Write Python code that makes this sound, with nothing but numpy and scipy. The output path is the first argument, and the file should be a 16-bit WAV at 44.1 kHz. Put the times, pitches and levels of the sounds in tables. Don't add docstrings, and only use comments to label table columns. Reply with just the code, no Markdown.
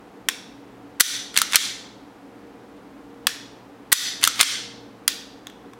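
import sys
import numpy as np
from scipy import signal
from scipy.fft import rfft, irfft, next_fast_len
from scipy.io import wavfile
from scipy.ndimage import uniform_filter1d, minimum_filter1d

SR = 44100
rng = np.random.default_rng(int(sys.argv[2]) if len(sys.argv) > 2 else 0)


def wrap_up_sound(samples):
    columns = np.atleast_2d(samples).T
    tamed = np.clip(columns, -1, 1)
    steps = np.round(tamed * 32767).astype(np.int16)
    wavfile.write(sys.argv[1], SR, steps)


N = 255322

# (time of the main blow [s], level [dB], treble tilt [dB per octave], slowness [1 = usual])
SLIDE_PULLS = [(1.3743, 0, 1, 1), (4.2393, 1.5, 1, .83)]
# (time of the slam [s], level [dB], treble tilt [dB per octave],
# slowness [1 = usual], rebound after the slam [s], rebound level over the slam [dB])
SLIDE_RETURNS = [(1.5570, 11, 0.5, 1, .0083, -14), (4.4103, 13, 0, .72, .0187, -11)]
# (frequency [Hz], relative density [dB per Hz])
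SLIDE_CRACK = [(40, -48), (300, -21), (800, -15.5), (1400, 3), (2700, 0.5), (3600, 3), (6000, -4),
               (9800, -5), (11000, -10), (16000, -20)]


def pistol():
    return trigger() + hammer() + slide() + rails(grit_db=3.5)


def trigger():
    # (frequency [Hz], relative level [dB], t60 [s])
    frame_modes = [(1080, -19, 0.023), (1465, -11.5, .014), (1790, -7.5, 0.011), (2570, -10.5, 0.0064),
                   (3400, -1.5, .007), (3790, -13, .012), (5250, -18.5, 0.008), (6260, -16.5, 0.0056),
                   (7730, -13, .008), (9780, -10, 0.0059), (10230, -12.5, 0.0042)]
    # (frequency [Hz], relative density [dB per Hz])
    frame_crack = [(40, -47), (300, -27.5), (800, -15), (1250, -1), (2200, 7), (3600, 2.5), (5500, 5.5),
                   (8000, 5), (11000, 2.5), (16000, -1)]
    # (time [s], level [dB], treble tilt [dB per octave], knock [Hz], knock level [dB], crack t60 [s])
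    ticks = [(5.4698, -28.5, -3, 3400, 12, 0.011), (5.4985, -43, -4, 7000, -11, .02),
             (5.7343, -41, -4.5, 1100, 6, 0.012)]
    return contacts([*resets(), *ticks], frame_modes, frame_crack, crack_db=2, ring_db=1.5)


def resets():
    # (time [s], level [dB], treble tilt [dB per octave], knock [Hz], knock level [dB])
    trigger_resets = [(.2867, -5.5, -0.3, 1750, -7), (3.2690, -3.5, -0.5, 1780, 0),
                      (5.0787, -2, 2, 4800, 3)]
    crack_t60 = 0.010
    seat_after_s, seat_db, seat_tilt_db = 0.0025, -8, -2
    rows = []
    for s, db, tilt_db, *knock in trigger_resets:
        rows.append((s, db, tilt_db, *knock, crack_t60))
        rows.append((s + seat_after_s, db + seat_db, tilt_db + seat_tilt_db, *knock, crack_t60))
    return rows


def hammer():
    # (time of the strike [s], level [dB], treble tilt [dB per octave], slowness [1 = usual])
    hammer_falls = [(1.0070, 19, 0, 1), (3.9271, 19, 0, 1.02)]
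    # (time from the strike at usual slowness [s], level over the fall's [dB], added tilt [dB per octave],
    # knock [Hz], knock level [dB], crack t60 [s])
    fall_contacts = [(-.0086, -27.5, -1.5, 1850, -3, .03), (-.0061, -27.5, .5, 1880, -3, .02),
                     (-.0030, -19, .5, 1940, -5, .011), (0, 0, 0, 3680, -10, .025)]
    # (frequency [Hz], relative level [dB], t60 [s])
    hammer_modes = [(1460, -18.5, .022), (1900, -12, .011), (3290, -17.5, 0.024), (3620, -16, .018),
                    (4330, -16.5, 0.014), (5950, -14, 0.018), (7554, -22, .01), (9600, -16, .01),
                    (10100, -18, 0.0089), (12800, -19.5, .015)]
    # (frequency [Hz], relative density [dB per Hz])
    hammer_crack = [(40, -50), (300, -29), (800, -16), (1300, -3), (2500, -5.5), (3500, 0), (6000, -4),
                    (7500, 0), (10000, 1), (16000, -6)]
    rows = actions(hammer_falls, fall_contacts)
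    return contacts(rows, hammer_modes, hammer_crack, crack_db=-6.5, ring_db=-1)


def slide():
    pull_contacts = [(-.0318, -28, -1, 3500, -12, .028), (-.0160, -23, -2, 2000, 0, .027),
                     (-.0098, -8, -1.5, 3300, -3, .013), (0, 1, 0.5, 7100, -2, .012),
                     (.0123, -9, 2.5, 1800, -3, .019), (.0238, -21, 1, 3300, -12, .02),
                     (.0424, -4.5, 4, 1340, -1, .014)]
    return_contacts = [(-.0238, -21.5, -3, 2200, -6, .022), (-.0130, -22.5, -4.5, 1400, -12, .018),
                       (-.0102, -17, -3.5, 2200, -6, .014), (0, 0, 5, 5950, -4, .014),
                       (.0045, -11.5, -1, 4300, -9, .026)]
    # (frequency [Hz], relative level [dB], t60 [s])
    slide_modes = [(1440, -19, .02), (2120, -7, .02), (3280, -21, .025), (3620, -16, .022),
                   (4320, -18.5, .035), (4540, -24.5, 0.018), (4860, -20.5, 0.011), (5840, -18.5, .028),
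                   (6030, -16, .03), (7400, -17, 0.017), (8450, -19, .02), (8500, -24, .02),
                   (13190, -27.5, .05)]
    pulls = actions(SLIDE_PULLS, pull_contacts)
    returns = actions(SLIDE_RETURNS, return_contacts)
    rows = pulls + returns + rebounds()
    return contacts(rows, slide_modes, SLIDE_CRACK, crack_db=-0.5, ring_db=-4)


def rebounds():
    # (treble tilt [dB per octave], knock [Hz], knock level [dB], crack t60 [s])
    bounce = (0, 2200, -4, .021)
    return [(s + after_s, db + over_db, *bounce)
            for s, db, _, _, after_s, over_db in SLIDE_RETURNS]


def rails(grit_db):
    slow_noise = uniform_filter1d(rng.standard_normal(N), size=130)
    catches = amp(grit_db * unit(slow_noise))
    rub = unit(catches * noise(lambda f: amp(along(SLIDE_CRACK, f))))
    pulling = stroke(SLIDE_PULLS, over_db=-31.5, swell_db_per_s=550, fade_db_per_s=170)
    returning = stroke(SLIDE_RETURNS, over_db=-35, swell_db_per_s=300, fade_db_per_s=3000)
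    return rub * (pulling + returning)


def stroke(events, over_db, swell_db_per_s, fade_db_per_s):
    t = np.arange(N) / SR
    strength = np.zeros(N)
    for s, db, _, slowness, *_ in events:
        below_peak_db = np.maximum(swell_db_per_s * (s - t), fade_db_per_s * (t - s)) / slowness
        strength += amp(db + over_db - below_peak_db)
    return strength


def actions(events, chain):
    return [(s + slowness * after_s, db + over_db, tilt_db + own_tilt_db, *knock)
            for s, db, tilt_db, slowness, *_ in events
            for after_s, over_db, own_tilt_db, *knock in chain]


def contacts(rows, modes, spectrum, crack_db, ring_db):
    out = np.zeros(N)
    ring_t = np.arange(SR // 4) / SR
    t = ring_t[:SR // 20]
    knock_cycles = 20
    mode_hz, mode_db, mode_t60 = np.transpose(modes)
    swings = np.exp(np.outer(2j * np.pi * mode_hz - np.log(1000) / mode_t60, ring_t))
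    attack = 1 - np.exp(-ring_t / 0.00032)

    def fade(t60):
        return np.exp(-np.log(1000) * t / t60)

    for s, db, tilt_db, knock_hz, knock_level_db, t60 in rows:
        def hardness(f):
            return amp(tilt_db * np.log2(np.maximum(f, 800) / 4000))

        burst = filtered(rng.standard_normal(len(t)), lambda f: amp(along(spectrum, f)) * hardness(f))
        crack = unit(burst) * fade(t60)
        knock = np.sin(2 * np.pi * knock_hz * t) * fade(knock_cycles / knock_hz)
        blow = amp(crack_db) * crack + amp(knock_level_db) * knock
        add(out, s, amp(db) * attack[:len(t)] * blow)
        phases = np.exp(2j * np.pi * rng.random(len(mode_hz)))
        strength = amp(mode_db) * hardness(mode_hz) * phases
        add(out, s, amp(db + ring_db) * attack * (strength @ swings).imag)
    return out


def near_wall(x, echo_db, delay_s, dull_hz):
    def reflection(f):
        return np.exp(-2j * np.pi * f * delay_s) / (1 + 1j * f / dull_hz)

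    return amp(echo_db) * filtered(x, reflection)


def room(wet_db, count):
    wash = sum(reverberation(pistol(), build_s=0.0014) for _ in range(count))
    return amp(wet_db) * wash / np.sqrt(count)


def reverberation(x, build_s):
    # (frequency [Hz], t60 [s])
    room_t60 = [(200, .5), (1000, 0.65), (2100, 0.6), (4000, 0.67), (6000, 0.58), (7500, .49),
                (10000, 0.44), (15000, 0.33)]
    # (frequency [Hz], relative level [dB])
    room_colour = [(200, -9.5), (1000, -4), (2000, 1.5), (3500, 3), (6000, 5), (9000, -3), (15000, -4.5)]
    hz, t, z = signal.stft(rng.standard_normal(3 * SR // 4), SR, nperseg=256)
    colour = amp(along(room_colour, hz))[:, None]
    decay = np.exp(-np.log(1000) * t / along(room_t60, hz)[:, None])
    build_up = 1 - np.exp(-t / build_s)
    tail = signal.istft(z * colour * decay * build_up, SR, nperseg=256)[1]
    return signal.oaconvolve(x, tail / np.linalg.norm(tail))[:N]


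def ventilation(air_db, hum_db):
    # (frequency [Hz], relative density [dB per Hz])
    air_spectrum = [(15, -59), (25, -33.5), (55, -14), (91, -23.5), (113, -10.5), (156, -20), (188, -17),
                    (281, -4), (340, -10.5), (457, -9.5), (648, -16), (741, -13), (1200, -19), (6550, -40),
                    (15500, -48)]
    # (frequency [Hz], width at half amplitude [Hz], relative level [dB])
    drones = [(120.07, 0.81, -60), (199, 42, -55), (229, 1.7, -60.5), (284.4, 20, -50), (469, 7, -56),
              (736, 20, -64)]
    air = noise(lambda f: amp(along(air_spectrum, f)))
    hum = np.zeros(N)
    for hz, width, db in drones:
        hum += amp(db) * noise(lambda f: 1 / (1 + (2 * (f - hz) / width) ** 2))
    return amp(air_db) * air + amp(hum_db) * hum


def amp(db):
    return 10 ** (np.asarray(db) / 20)


def unit(x):
    return x / np.sqrt(np.mean(x ** 2) + 1e-20)


def along(points, hz):
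    f, v = np.transpose(points)
    return np.interp(np.log(hz + 1), np.log(f + 1), v)


def filtered(x, response):
    size = next_fast_len(len(x) + 8192)
    spectrum = rfft(x, size) * response(np.fft.rfftfreq(size, 1 / SR))
    return irfft(spectrum, size)[:len(x)]


def noise(response):
    return unit(filtered(rng.standard_normal(N), response))


def add(track, s, sound):
    part = track[round(s * SR):][:len(sound)]
    part += sound[:len(part)]


def scene():
    direct = pistol()
    echo = near_wall(direct, echo_db=-17, delay_s=0.0098, dull_hz=7000)
    wash = room(wet_db=-13.5, count=4)
    background = ventilation(air_db=-47, hum_db=-1.5)
    return (direct + echo + wash + background)[None]


def limiter(x, threshold_db, release_db_per_s, attack_s):
    power = np.abs(uniform_filter1d(x ** 2, size=88))
    needed_db = np.minimum(threshold_db - 10 * np.log10(power + 1e-12), 0)
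    held_db = minimum_filter1d(needed_db, size=801, origin=400)
    climb = release_db_per_s * np.arange(N) / SR
    gain_db = np.minimum.accumulate(held_db - climb) + climb
    keep = np.exp(-1 / (attack_s * SR))
    smooth_db = signal.lfilter([1 - keep], [1, -keep], gain_db)
    return x * amp(smooth_db)


def record(dry):
    held = limiter(dry[0], threshold_db=-4, release_db_per_s=121, attack_s=0.00076)
    clipped = np.clip(held, -1, 1)
    top_hz, slope_hz = 16000, 400
    return filtered(clipped, lambda f: np.clip((top_hz - f) / slope_hz + 0.5, 0, 1))[None]


dry = scene()
out = record(dry)
wrap_up_sound(out)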